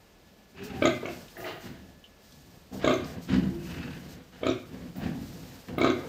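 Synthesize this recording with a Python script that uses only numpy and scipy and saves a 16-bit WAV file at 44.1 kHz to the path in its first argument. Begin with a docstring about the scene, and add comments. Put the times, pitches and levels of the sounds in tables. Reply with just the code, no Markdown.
"""A sow nurses her piglets in a hard-walled pen, where the litter fizzes and shuffles in still air throughout.
She starts with a soft hum; a hoarse moan leads into a loud grunt at 0.8 s, a slow rattle of throat slaps.
A faint grunt, short knocks and one flapping snort at 1.4 s follow, then a second loud grunt at 2.8 s.
On her loudest murmur, a nasal hum from 3.3 s, rides a thin, nearly steady tone; loud grunts return at 4.4
and 5.8 s. Between grunts she rumbles through nose and mouth, air hisses in her snout and the walls echo her."""
import sys
import numpy as np
from scipy import signal
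from scipy.fft import rfft, irfft, next_fast_len
from scipy.io import wavfile
from scipy.ndimage import uniform_filter1d, minimum_filter1d, map_coordinates

SR = 44100
rng = np.random.default_rng(int(sys.argv[2]) if len(sys.argv) > 2 else 0)


def file_out(sig):
    """Save sig as 16-bit WAV at sys.argv[1]."""
    # one column per channel
    cols = np.atleast_2d(sig).T
    # limit, then scale
    lim = np.clip(cols, -1, 1)
    pcm = np.round(lim * 32767).astype(np.int16)
    wavfile.write(sys.argv[1], SR, pcm)


N = 268172
TIME = np.arange(N) / SR

# In resonance tables the width is that at half amplitude.
# Open grunts: first slap t/s, first period/s, period change per slap/s, level before make-up/dB, time to crest/s,
# crest to -6 dB/s, jaw gain/dB, tongue gain/dB, spray/dB, dull above f/Hz
GRUNT_EVENTS = [(0.822, 0.03, -0.0065, -13, 0.02, 0.024, 6, -2.5, 1.5, 9200),
                (1.0536, 0.029, 0.001, -27.5, 0.0059, 0.034, 0.5, -5.5, 2, 2970),
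                (2.844, 0.031, 0.0005, -15, 0.03, 0.046, 5, -0.5, -0.5, 8420),
                (4.4321, 0.034, -0.0076, -16.5, 0.034, 0.033, 3, -7, -2, 8800),
                (5.7812, 0.0324, -0.0018, -14.5, 0.054, 0.057, -4.5, -1, -1.5, 7520)]
SLAP_MAKEUP_DB = 36.5  # offsets the spread of a slap over the throat's resonances
# Open throat: f/Hz, width/Hz, level/dB
THROAT_MODES = [(119, 75, -5), (254, 52, 2), (348.8, 83, 1), (532, 160, -3.5), (625, 136, -4),
                (1093, 140, -14), (1211, 130, -7.5), (1525, 120, -14.5), (2180, 190, -14),
                (2430, 680, -26.5), (3580, 1020, -20), (4050, 730, -61), (7070, 920, -28)]
THROAT_SHIFT = 0.032  # random spread of each resonance from slap to slap (share)
JAW_HZ = 627  # resonance set by the jaw opening
TONGUE_HZ, TONGUE_WIDTH_HZ = 1130, 660  # band damped by the tongue
FIRST_DULL_HZ = 4370  # treble limit of a first slap, with the mouth barely open
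BULGE_S, BULGE_DB = .0037, -8.5  # soft low push of the folds: its lead over the slap and its level
# Colours of the three parts of a slap: f/Hz, level/dB
BULGE_COLOUR = [(400, 3.0), (700, -4.5), (1400, -60), (4000, -80)]
THUMP_COLOUR = [(600, 4.0), (1200, 0.5), (2200, -11.0), (4000, -48), (7000, -6)]
SPRAY_COLOUR = [(300, -10.5), (1000, 6.0), (2500, 8.5), (7500, -1.5)]
WALL_GLINT_S, WALL_GLINT_DB = .0205, -15.5  # bright wall echo of each slap: delay and level
# Bright wall echo: f/Hz, width/Hz, level/dB
WALL_GLINT_MODES = [(3840, 710, 2)]
RASP_DB, RASP_LAG_S = -24.5, 0.0028  # air under a grunt, trailing its effort
# Throat air: f/Hz, level/dB
RASP_COLOUR = [(300, -28), (900, 4), (1400, 7.5), (2400, -7.5), (4000, -8.5), (5200, -13.5), (8000, -29.5)]
# Early returns of each slap from floor and near wall: delay/s, level/dB
NEAR_BOUNCES = [(.0029, -20), (.0078, -32)]

# Wet clicks in the open mouth: t/s, peak before treble loss/dB, f/Hz
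CLICK_EVENTS = [(0.856, -22, 6530), (1.061, -41.5, 6550), (2.8474, -31, 6900), (2.877, -31, 6600),
                (2.9085, -34, 6540), (2.9392, -31, 6370), (4.468, -34, 6870), (4.5006, -35.5, 5930),
                (5.8153, -36.5, 6580), (5.8457, -35.5, 6370), (5.901, -33.5, 6300)]
CLICK_WIDTH_HZ, CLICK_TOP_HZ = 830, 7940  # the mouth lets out little above the top

# Closed-mouth grunts: start t/s, rise/s, length/s, crest level before trims/dB, fade while held/dB,
# mouth over nose/dB, snout air over nose/dB, crest pitch f/Hz, voiced share at crest (0-1), lips parted (0-1)
MURMUR_EVENTS = [(0.527, 0.23, 0.34, -37, -3.5, -13, -17, 64.85, 0.7, 0.57),
                 (0.966, 0.1, 0.26, -47, 5, -0.5, -5.5, 66.38, 0.44, 0.6),
                 (1.615, 0.064, 0.33, -40, 15, -13, -9, 67.86, 0.4, 0.74),
                 (2.23, 0.23, 0.45, -54.5, 9, -10.5, -16, 61.27, 0.28, 0.3),
                 (2.71, 0.035, 0.088, -32.5, 6.5, -7, -29, 64.13, 0.99, 0.27),
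                 (2.786, 0.077, 0.084, -37.5, 0.5, -0.5, -2.5, 63.49, 0.5, 0.8),
                 (2.977, 0.041, 0.23, -40.5, 4.5, -3.5, -7.5, 62.12, 0.1, 0.18),
                 (3.155, 0.022, 0.047, -36.5, 7.5, -20, -37, 62.35, 0.5, 0.17),
                 (3.272, .075, .37, -18.5, 18.5, -21.5, -20.5, 65, 0.9, .3),
                 (3.628, 0.09, 0.27, -37, -0.5, -11.5, -26, 59.5, 0.1, 0.15),
                 (3.922, 0.044, 0.28, -43.5, 3.5, -10, -8.5, 60.88, 0.6, 0.2),
                 (4.323, 0.012, 0.084, -51.5, 3, -1.5, 2.5, 61.28, 0.34, 0.3),
                 (4.404, 0.028, 0.036, -40.5, 0.5, 0, -11, 60.78, 0.1, 0),
                 (4.622, 0.15, 0.25, -42, 3, -9, -12.5, 61.21, 0.46, 0),
                 (4.821, 0.041, 0.045, -36, 0.5, -25, -34, 60.87, 0.98, 0),
                 (4.945, 0.047, 0.12, -32.5, 0, -8.5, -14.5, 51.78, 0.68, 0.74),
                 (5.014, 0.054, 0.18, -24, 13, -16.5, -16, 52.88, 0.73, 0.9),
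                 (5.178, 0.039, 0.39, -39, 10, -12, -15, 60.18, 0.26, 0.24),
                 (5.672, 0.015, 0.097, -35.5, 4, -8.5, -14.5, 61.03, 0, 0.14),
                 (5.757, 0.022, 0.037, -34.5, 0, -2, -18, 60.87, 0.5, 0.8),
                 (5.958, 0.047, .13, -44, 6.5, 5.5, -5, 63.46, 0.09, 0)]
NOSE_DB, MOUTH_DB, AIR_DB, HUM_DB = -2.5, -4.5, -4, -5  # trims
SWELL_SHAPE = 0.56  # above .5, a push starts gently
FADE_SHAPE = 0.703  # below 1, effort falls fastest just after the crest
RELEASE_DB_PER_S = 259.5  # how fast a push dies once released
NOSE_LAG, AIR_LEAD = 1.1, 0.65  # powers of the swell: voice builds later than air
MOUTH_FOLLOWS, AIR_FOLLOWS = 0.62, 1.3  # dB lost per dB of fading effort
VOICE_FOLLOWS = .15  # power of effort that thins the voiced share
PITCH_PER_DB = .0012  # log pitch per dB of effort
PITCH_WAVER, HUM_WAVER_DB = .016, 1.8
TREMOR_DB, TREMOR_HZ = 1.4, 22
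# Hum partials: multiple of the pitch, level/dB
HUM_PARTIALS = [(2, -7), (3, 1.5), (4, 1), (5, -6.5), (6, -21)]
# Airways: f/Hz, width/Hz, level/dB
NOSE_MODES = [(145.5, 16.6, -4.5), (180.9, 30, 1), (243, 69, -3), (336.5, 45, -7), (416, 90, -18.5)]
MOUTH_MODES = [(469, 167, 9.5), (640, 580, -1.5), (714, 69, -8)]
PARTED_LIP_MODES = [(602, 200, 1), (716, 170, -0.5)]
SNOUT_MODES = [(850, 790, 2.5), (1410, 450, -6), (1700, 940, 5.5), (2280, 530, -5.5), (2920, 660, 1.5),
               (3760, 1500, -4), (4730, 1200, -8), (6700, 2000, -17)]
NOSTRIL_MODES = [(1470, 400, -2.5), (1700, 110, 2), (2595, 410, 5)]
# Chest wall: f/Hz, width/Hz, level/dB
CHEST_MODES = [(44.8, 3.2, -9), (77.5, 53, -7), (131.7, 23, -5.5)]
CHEST_DB, CHEST_AT_DB, CHEST_FOLLOWS = -48, -40, 0.81  # rumble at this nose level; it grows less than the voice
CHEST_CLEAN_DB = -7  # a clean hum shakes the chest less

# A hoarse moan before the first grunt, then a thin, nearly steady tone on the loudest murmur, each a list of
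# points: t/s, f/Hz, level/dB, overtone level/dB
TONE_PATHS = [
    [(.56, 359.4, -56.5, -76), (0.611, 385.7, -47.5, -66), (0.659, 405, -45, -66), (.72, 400.5, -54, -54),
     (.8, 382, -51, -50)],
    [(3.49, 336, -54, -71), (3.54, 340.2, -39, -65), (3.61, 336.3, -45, -65), (3.72, 334.2, -52.5, -74)],
]
# Nostril air: start t/s, rise/s, length/s, whistle level/dB, hiss over whistle/dB
WHEEZE_EVENTS = [(0.546, 0.045, 0.36, -55, 2), (1.035, 0.027, 0.1, -51, -6), (3.265, 0.071, 0.075, -52, 11),
                 (3.528, 0.35, 0.41, -53.5, 4), (4.983, 0.06, 0.077, -56, 2), (5.254, 0.19, 0.4, -72, 8)]
WHEEZE_FADE_DB = 2.5  # sag within a wheeze
WHEEZE_GRAIN_DB, WHEEZE_GRAIN_HZ = 4, 119.6  # moisture breaks up the hiss
# Snort: t/s, throat level before trim/dB, rasp level before trim/dB
SNORT_CURVE = [(1.365, -51, -53), (1.385, -42.5, -54), (1.42, -41.5, -59), (1.455, -38, -36.5),
               (1.49, -39.5, -33), (1.56, -46, -50), (1.64, -54, -45.5)]
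# Soft palate and throat: f/Hz, width/Hz, level/dB
PALATE_MODES = [(141, 140, -2.5), (347, 47, 8), (451.7, 180, -2.5), (670, 160, 2.5), (1226, 49, -5),
                (1880, 310, -10), (2860, 430, -16), (3870, 1200, -45)]
# Short throat slaps, knocks and smacks: t/s, peak level/dB, f/Hz, width/Hz
KNOCK_EVENTS = [(1.028, -27.5, 483, 262), (1.055, -33.5, 2370, 645), (1.087, -38, 2520, 700),
                (1.281, -42.5, 3130, 1816), (1.367, -36, 1820, 600), (1.402, -38, 1580, 900),
                (1.4428, -32, 2012, 700), (2.04, -43, 3010, 380), (2.322, -45, 4260, 3000),
                (2.722, -45, 613, 500), (3.0435, -38, 5137, 2030), (4.3313, -57, 1528, 1516),
                (4.5648, -51.5, 1596, 880), (5.683, -36.5, 1500, 1810)]

# Busyness of the litter: t/s, level before LITTER_DB/dB
LITTER_CURVE = [(0.0, -77), (0.66, -78), (0.81, -67), (1.29, -71.5), (2.12, -77.5), (3.12, -72),
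                (4.01, -68.5), (4.21, -76), (5.27, -68.5), (5.62, -67), (5.75, -73.5), (6.08, -66.5)]
LITTER_DB, RESTLESS_DB, RESTLESS_HZ = 10.5, .9, 6.7  # lift, and its restless wavering
# Piglets shove or scuff the floor: t/s, fall/s, level/dB
SHUFFLE_EVENTS = [(0.624, 0.093, -50.5), (1.057, 0.24, -52), (1.376, 0.16, -56), (1.587, 0.18, -55),
                  (2.161, 0.47, -61.5), (2.72, 0.096, -51), (2.859, 0.21, -55), (3.037, 0.15, -53.5),
                  (3.21, 0.087, -54), (3.612, 0.2, -53.5), (4.071, 0.12, -55.5), (5.166, 0.37, -59.5)]
SHUFFLE_RISE = 0.23  # rise as a share of the fall time
# Litter fizz: f/Hz, level/dB
FIZZ_COLOUR = [(700, 1), (2000, 0), (4800, 8), (7000, 4), (8500, -0.5), (10800, -8.5), (13700, 4),
               (15500, -5)]
# Bodies rubbing on sow and floor: f/Hz, level/dB
RUSTLE_COLOUR = [(200, -19), (450, 6.5), (900, 0.5), (1600, -4.5), (2700, -7), (5000, -15.5)]
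RUSTLE_DB = -0.5  # relative to the busy fizz
# Wet sucks: t/s, level/dB, time to fall 60 dB/s
SUCK_EVENTS = [(.637, -46, .15), (1.375, -46.5, 0.96), (1.43, -54, 0.17), (2.725, -84, .2),
               (4.965, -46, 0.27), (5.784, -39, 0.096)]
# Sucked air: f/Hz, level/dB
SUCK_SPECTRUM = [(2000, -12), (5000, -17), (10000, -6.5), (13800, 1.5), (15500, 8)]

# Still barn air: f/Hz, level/dB
BARN_COLOUR = [(15, -25), (25, 6.5), (136, -5), (173, -0.5), (204, 1.5), (274, -5.5), (600, -9.5),
               (1050, -17), (1660, -19.5), (2700, -18.5), (5010, -25.5), (15500, -64)]
# Faint far tone: t/s, level/dB
WHINE_CURVE = [(0, -73), (.3, -71.5), (1.9, -67), (2.6, -71.5), (3.0, -85)]
# Pen reverberation: f/Hz, time to fall 60 dB/s
PEN_DECAY = [(100, 1), (260, 0.5), (700, 0.37), (1800, 0.53), (4800, 0.39), (12000, 0.19)]
LIMIT_DB, LIMIT_S = -8.8, .004
TOP_HZ = 15600  # band limit


def grunts(count=5):
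    """Throat slaps swell and fade, each with a bright wall echo; harder ones throw more spray over rasping air."""
    k = np.arange(count)
    slaps, glint, flow = np.zeros((3, N))
    for start, period, change, db, crest, half, jaw_db, tongue_db, spray_db, dull_hz in GRUNT_EVENTS:

        def effort_db(t):
            return -6 * ((t - start - crest) / half) ** 2

        def mouth_gain(hz, edge_hz):
            jaw = jaw_db * np.exp(-((hz - JAW_HZ) / 90) ** 2)
            tongue = tongue_db * np.exp(-((hz - TONGUE_HZ) / TONGUE_WIDTH_HZ) ** 2)
            return amp(jaw + tongue) / (1 + (hz / edge_hz) ** 8)

        for t in start + k * period + change * k * (k - 1) / 2:
            edge_hz = dull_hz if t > start else min(dull_hz, FIRST_DULL_HZ)
            mouth = lambda hz: mouth_gain(hz, edge_hz)
            size = amp(db + effort_db(t))
            add(slaps, t - BULGE_S, size * slap(spray_db + 0.14 * effort_db(t), mouth))
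            echo = tract(burst(decay=0.001, rise=0.00046), WALL_GLINT_MODES)
            add(glint, t + WALL_GLINT_S, size * shaped(echo / np.abs(echo).max(), mouth))
        flow += amp(db + 2.1 * effort_db(TIME - RASP_LAG_S))
    near = slaps + sum(amp(db) * np.interp(TIME - delay, TIME, slaps, left=0) for delay, db in NEAR_BOUNCES)
    grain = amp(4 * wobble(250))
    rasp = amp(RASP_DB) * flow * unit(coloured(rng.standard_normal(N) * grain, RASP_COLOUR))
    throat = pen(amp(SLAP_MAKEUP_DB) * near + rasp, wet_db=-4.0, wall_db=-9.5)
    return throat + pen(amp(WALL_GLINT_DB) * glint, wet_db=-5, wall_db=-8)


def slap(spray_db, mouth):
    """One throat beat: a low bulge, a thump and a wet spray, in resonances that shift from beat to beat."""
    impulse = signal.unit_impulse(SR // 10)
    bulge = amp(BULGE_DB) * coloured(impulse, BULGE_COLOUR)
    thump = coloured(impulse, THUMP_COLOUR)
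    spray = amp(spray_db) * coloured(burst(decay=.005, rise=.0015), SPRAY_COLOUR)
    voice = bulge + np.pad(thump + spray, (round(BULGE_S * SR), 0))[:len(bulge)]
    modes = [(hz * np.exp(THROAT_SHIFT * rng.standard_normal()), width, db) for hz, width, db in THROAT_MODES]
    return tract(shaped(voice, mouth), modes)


def clicks():
    """Wet tissue snaps apart in her mouth: a tiny burst rings a bright resonance."""
    out = np.zeros(N)
    for s, db, hz in CLICK_EVENTS:
        snap = tract(burst(decay=0.00076, rise=0.00018), [(hz, CLICK_WIDTH_HZ, 0)])
        add(out, s, amp(db) * snap / np.abs(snap).max())
    return pen(shaped(out, lambda hz: 1 / (1 + (hz / CLICK_TOP_HZ) ** 20)), wet_db=-6, wall_db=-7)


def murmurs():
    """With her mouth nearly shut she hums and rumbles through her nose; the same beats chop the snout air."""
    nose_gain, mouth_gain, air_gain, pitch, voiced, parted = murmur_controls()
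    pitch_hz = pitch * np.exp(PITCH_WAVER * wobble(30))
    phase = 2 * np.pi * np.cumsum(pitch_hz) / SR
    hum = unit(sum(amp(db + HUM_WAVER_DB * wobble(22)) * np.cos(k * phase) for k, db in HUM_PARTIALS))
    beats = flutter(pitch_hz, jitter=0.1887, scatter_db=2.0)
    rumble = beats + 0.72 * puffs(beats, decay=0.021, rise=0.0024)
    nose = nose_gain * np.sqrt(1 - voiced ** 2) * unit(tract(rumble, NOSE_MODES))

    chest_gain = (nose_gain / amp(CHEST_AT_DB)) ** CHEST_FOLLOWS * amp(CHEST_CLEAN_DB * voiced ** 2)
    chest = chest_gain * unit(tract(rumble, CHEST_MODES))

    chopped = .5 * beats + puffs(beats, decay=0.021, rise=0.0014)
    closed_lips = unit(tract(chopped, MOUTH_MODES))
    open_lips = unit(tract(chopped, PARTED_LIP_MODES))
    mouth = mouth_gain * unit((1 - parted) * closed_lips + parted * open_lips)

    hiss = puffs(beats, decay=0.016, rise=0.0055)
    # a very faint nostril colour lies under the snout hiss
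    air = air_gain * unit(unit(tract(hiss, SNOUT_MODES)) + amp(-41.0) * unit(tract(hiss, NOSTRIL_MODES)))

    voice = amp(NOSE_DB) * nose + amp(CHEST_DB) * chest + amp(MOUTH_DB) * mouth + amp(AIR_DB) * air
    tremor = amp(TREMOR_DB * wobble(TREMOR_HZ))
    clean = amp(HUM_DB) * nose_gain * voiced * hum
    return pen(tremor * voice, wet_db=-8.5, wall_db=-16.0) + pen(tremor * clean, wet_db=-8.5, wall_db=-25)


def murmur_controls():
    """Effort drives nose, mouth and snout levels, the pitch and the hummed share; overlaps blend by power."""
    nose, mouth, air, pitch, voiced, parted = np.zeros((6, N))
    for start, rise, length, db, fade_db, mouth_db, air_db, hz, share, lips in MURMUR_EVENTS:
        gate, effort = push(start, rise, length, fade_db)
        power = (amp(db) * gate ** NOSE_LAG * effort) ** 2 + 1e-16
        nose += power
        mouth += (amp(db + mouth_db) * gate * effort ** MOUTH_FOLLOWS) ** 2
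        air += (amp(db + air_db) * gate ** AIR_LEAD * effort ** AIR_FOLLOWS) ** 2
        pitch += power * hz * np.exp(PITCH_PER_DB * 20 * np.log10(effort))
        voiced += power * share * effort ** VOICE_FOLLOWS
        parted += power * lips
    voiced, parted = np.clip(voiced / nose, 0, 1), np.clip(parted / nose, 0, 1)
    return np.sqrt(nose), np.sqrt(mouth), np.sqrt(air), pitch / nose, voiced, parted


def push(start, rise, length, fade_db):
    """One push of air: a gate that swells and is released, and the effort that fades while it is held."""
    t = TIME - start
    held = np.clip((t - rise) / max(length - rise, .005), 0, 1)
    gate = swell(start, rise) ** SWELL_SHAPE * amp(-RELEASE_DB_PER_S * np.clip(t - length, 0, 1))
    return gate, amp(-fade_db * held ** FADE_SHAPE)


def throat_tone(rows):
    """The throat sings a tone and its octave along a pitch path, with fast wavering of pitch and level."""
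    s, pitch, db, overtone_db = np.transpose(rows)
    pitch_hz = np.interp(TIME, s, pitch) * np.exp(0.0297 * wobble(70))
    phase = 2 * np.pi * np.cumsum(pitch_hz) / SR
    low, high = gains(np.transpose([s, db, overtone_db]))
    return (low * unit(np.sin(phase)) + high * unit(np.sin(2 * phase))) * amp(2.7 * wobble(58))


def wheezes():
    """Unvoiced air half whistles in the nostril resonances, with a moist, grainy hiss from the snout."""
    whistle = unit(tract(rng.standard_normal(N), NOSTRIL_MODES))
    grain = amp(WHEEZE_GRAIN_DB * wobble(WHEEZE_GRAIN_HZ))
    hiss = unit(tract(rng.standard_normal(N) * grain, SNOUT_MODES))
    air = np.zeros(N)
    for start, rise, length, db, hiss_db in WHEEZE_EVENTS:
        gate, effort = push(start, rise, length, WHEEZE_FADE_DB)
        air += amp(db) * gate * effort * (whistle + amp(hiss_db) * hiss)
    return pen(air, wet_db=-9.0, wall_db=-9.5)


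def snort():
    """The soft palate flaps fast and unevenly, letting out puffs that ring throat and snout."""
    throat_gain, rasp_gain = gains(SNORT_CURVE)
    beats = flutter(rate_hz=130, jitter=0.25, scatter_db=2.5)
    flaps = .5 * beats + puffs(beats, decay=0.0045, rise=0.0011)
    voice = throat_gain * unit(tract(flaps, PALATE_MODES))
    rasp = rasp_gain * unit(tract(puffs(beats, decay=0.014, rise=0.0013), SNOUT_MODES))
    return pen(amp(-0.5) * voice + amp(-7.0) * rasp, wet_db=-4.5)


def knocks():
    """Short throat slaps, knocks and smacks: each is a brief burst ringing a resonance."""
    out = np.zeros(N)
    for s, db, hz, width_hz in KNOCK_EVENTS:
        knock = tract(puffs(spikes([s], [1]), decay=0.0085, rise=0.00055), [(hz, width_hz, 0)])
        out += amp(db) * knock / np.abs(knock).max()
    return pen(out, wet_db=-25.0)


def litter():
    """Sucking and shuffling make a flickering fizz strewn with ticks, over body rustle and longer wet sucks."""
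    ticks = rng.standard_normal(N) * amp(1.34 * wobble(45))
    ticks += amp(-7) * spikes(rng.uniform(0, N / SR, size=200), rng.standard_normal(size=200))
    busy = gains(LITTER_CURVE)[0] * amp(LITTER_DB + RESTLESS_DB * wobble(RESTLESS_HZ))
    scuffs = np.zeros(N)
    for s, fall, db in SHUFFLE_EVENTS:
        rise = SHUFFLE_RISE * fall
        scuffs += amp(db) * swell(s, rise) * (1 - swell(s + rise, fall))
    fizz = np.hypot(busy, scuffs) * unit(coloured(ticks, FIZZ_COLOUR))
    rustle = amp(RUSTLE_DB) * busy * unit(coloured(rng.standard_normal(N), RUSTLE_COLOUR))
    draw = sum(amp(db - 60 * np.abs(TIME - s) / decay) * (TIME >= s) for s, db, decay in SUCK_EVENTS)
    wet_air = unit(coloured(rng.standard_normal(N) * amp(1.2 * wobble(200)), SUCK_SPECTRUM))
    return fizz + rustle + draw * wet_air


def barn():
    """Low, slightly wavering air noise with a faint whine of unsteady pitch."""
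    air = unit(coloured(rng.standard_normal(N), BARN_COLOUR)) * amp(-57.5 + wobble(8.0))
    whine_hz = 1716 + 7 * wobble(40.2)
    whine = gains(WHINE_CURVE)[0] * np.sin(2 * np.pi * np.cumsum(whine_hz) / SR)
    return air + whine


def pen(x, wet_db, wall_db=-10, wall_delay=.0183, build=0.0011):
    """The far wall returns one clear echo, and a diffuse tail dies away at its own rate in each band."""
    hz, t, z = signal.stft(rng.standard_normal(SR), SR, nperseg=256)
    decay = amp(-60 * t / along(PEN_DECAY, hz)[:, None]) * (1 - np.exp(-t / build))
    tail = signal.istft(z * decay, SR, nperseg=256)[1]
    echo = np.interp(TIME - wall_delay, TIME, x, left=0)
    diffuse = signal.fftconvolve(x, tail / np.linalg.norm(tail))[:N]
    return x + amp(wall_db) * echo + amp(wet_db) * diffuse


def flutter(rate_hz, jitter, scatter_db):
    """Uneven beats of slack tissue: impulses scattered in time and strength."""
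    cycles = np.cumsum(rate_hz * np.exp(.04 * wobble(6))) / SR
    times = TIME[1:][np.diff(np.floor(cycles)) > 0]
    chance = rng.standard_normal((len(times), 2))
    return spikes(times + jitter / np.mean(rate_hz) * chance[:, 0], amp(scatter_db * chance[:, 1]))


def puffs(beats, decay, rise):
    """Every beat lets out a burst of turbulence scaled by its strength."""
    t = np.arange(SR // 2) / SR
    envelope = np.exp(-t / decay) * (1 - np.exp(-t / rise))
    return signal.fftconvolve(beats, envelope / np.linalg.norm(envelope))[:N] * rng.standard_normal(N)


def burst(decay, rise):
    """One short burst of turbulence of energy 1."""
    t = np.arange(SR // 10) / SR
    noise = np.exp(-t / decay) * (1 - np.exp(-t / rise)) * rng.standard_normal(len(t))
    return noise / np.linalg.norm(noise)


def tract(x, modes):
    """Steep-sided resonances of an airway, summed by power."""
    def gain(hz):
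        return np.sqrt(sum((amp(db) / (1 + ((hz * hz - c * c) / (w * hz + 1)) ** 2)) ** 2 for c, w, db in modes))
    return shaped(x, gain)


def coloured(x, spectrum):
    """Filter by (f/Hz, level/dB) points."""
    return shaped(x, lambda hz: amp(along(spectrum, hz)))


def shaped(x, gain):
    """Causal minimum-phase filter with the given gain over frequency."""
    m = 2 * next_fast_len(len(x) // 2 + SR // 8, real=True)
    cepstrum = irfft(np.log(np.maximum(gain(np.fft.rfftfreq(m, 1 / SR)), 1e-6)))
    # folding the cepstrum to positive time makes the filter causal
    cepstrum[1:m // 2] *= 2
    cepstrum[m // 2 + 1:] = 0
    return irfft(rfft(x, m) * np.exp(rfft(cepstrum)))[:len(x)]


def swell(start, rise):
    """A smooth attack from 0 to 1."""
    return np.sin(np.pi / 2 * np.clip((TIME - start) / rise, 0, 1)) ** 2


def gains(rows, fade=0.02):
    """A gain per sample for each dB column, fading out beyond the ends."""
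    s, *cols = np.transpose(rows)
    gate = np.clip(1 + np.minimum(TIME - s[0], s[-1] - TIME) / fade, 0, 1)
    return np.array([gate * amp(np.interp(TIME, s, c)) for c in cols])


def wobble(rate):
    """A smooth random curve, rate knots a second."""
    return map_coordinates(rng.standard_normal(4096), [TIME * rate], mode="wrap")


def spikes(times, sizes):
    """Impulses at the given times."""
    return np.bincount(np.clip(np.round(np.asarray(times) * SR), 0, N).astype(int), sizes, N + 1)[:N]


def add(out, start, sound):
    """Mix a short sound in at its start time."""
    part = out[round(start * SR):][:len(sound)]
    part += sound[:len(part)]


def along(points, hz):
    """Interpolate (f/Hz, value) points on a log axis."""
    f, v = np.transpose(points)
    return np.interp(np.log(hz + 1), np.log(f + 1), v)


def amp(db):
    """Decibels to gain."""
    return 10 ** (np.asarray(db) / 20)


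def unit(x):
    """Scale to rms 1."""
    return x / np.sqrt(np.mean(x ** 2) + 1e-20)


def scene():
    """The sow, her litter and the barn air, mixed to one channel."""
    tones = pen(sum(throat_tone(rows) for rows in TONE_PATHS), wet_db=-11.5)
    sow = grunts() + clicks() + murmurs() + tones + wheezes() + snort()
    return (sow + knocks() + litter() + barn())[None]


def record(dry):
    """A limiter holds down the loudest peaks; the deepest bass and all above the band limit are removed."""
    span = round(LIMIT_S * SR)
    needed = 1 / np.maximum(np.abs(dry) / amp(LIMIT_DB), 1)
    held = dry * uniform_filter1d(minimum_filter1d(needed, 2 * span), span)
    m = next_fast_len(N + SR // 2)
    hz = np.fft.rfftfreq(m, 1 / SR)
    bass_cut = 1 - 1 / (1 + (hz / 33.8) ** 8)
    return irfft(rfft(held, m) * bass_cut * (hz < TOP_HZ), m)[..., :N]


dry = scene()
out = record(dry)
file_out(out)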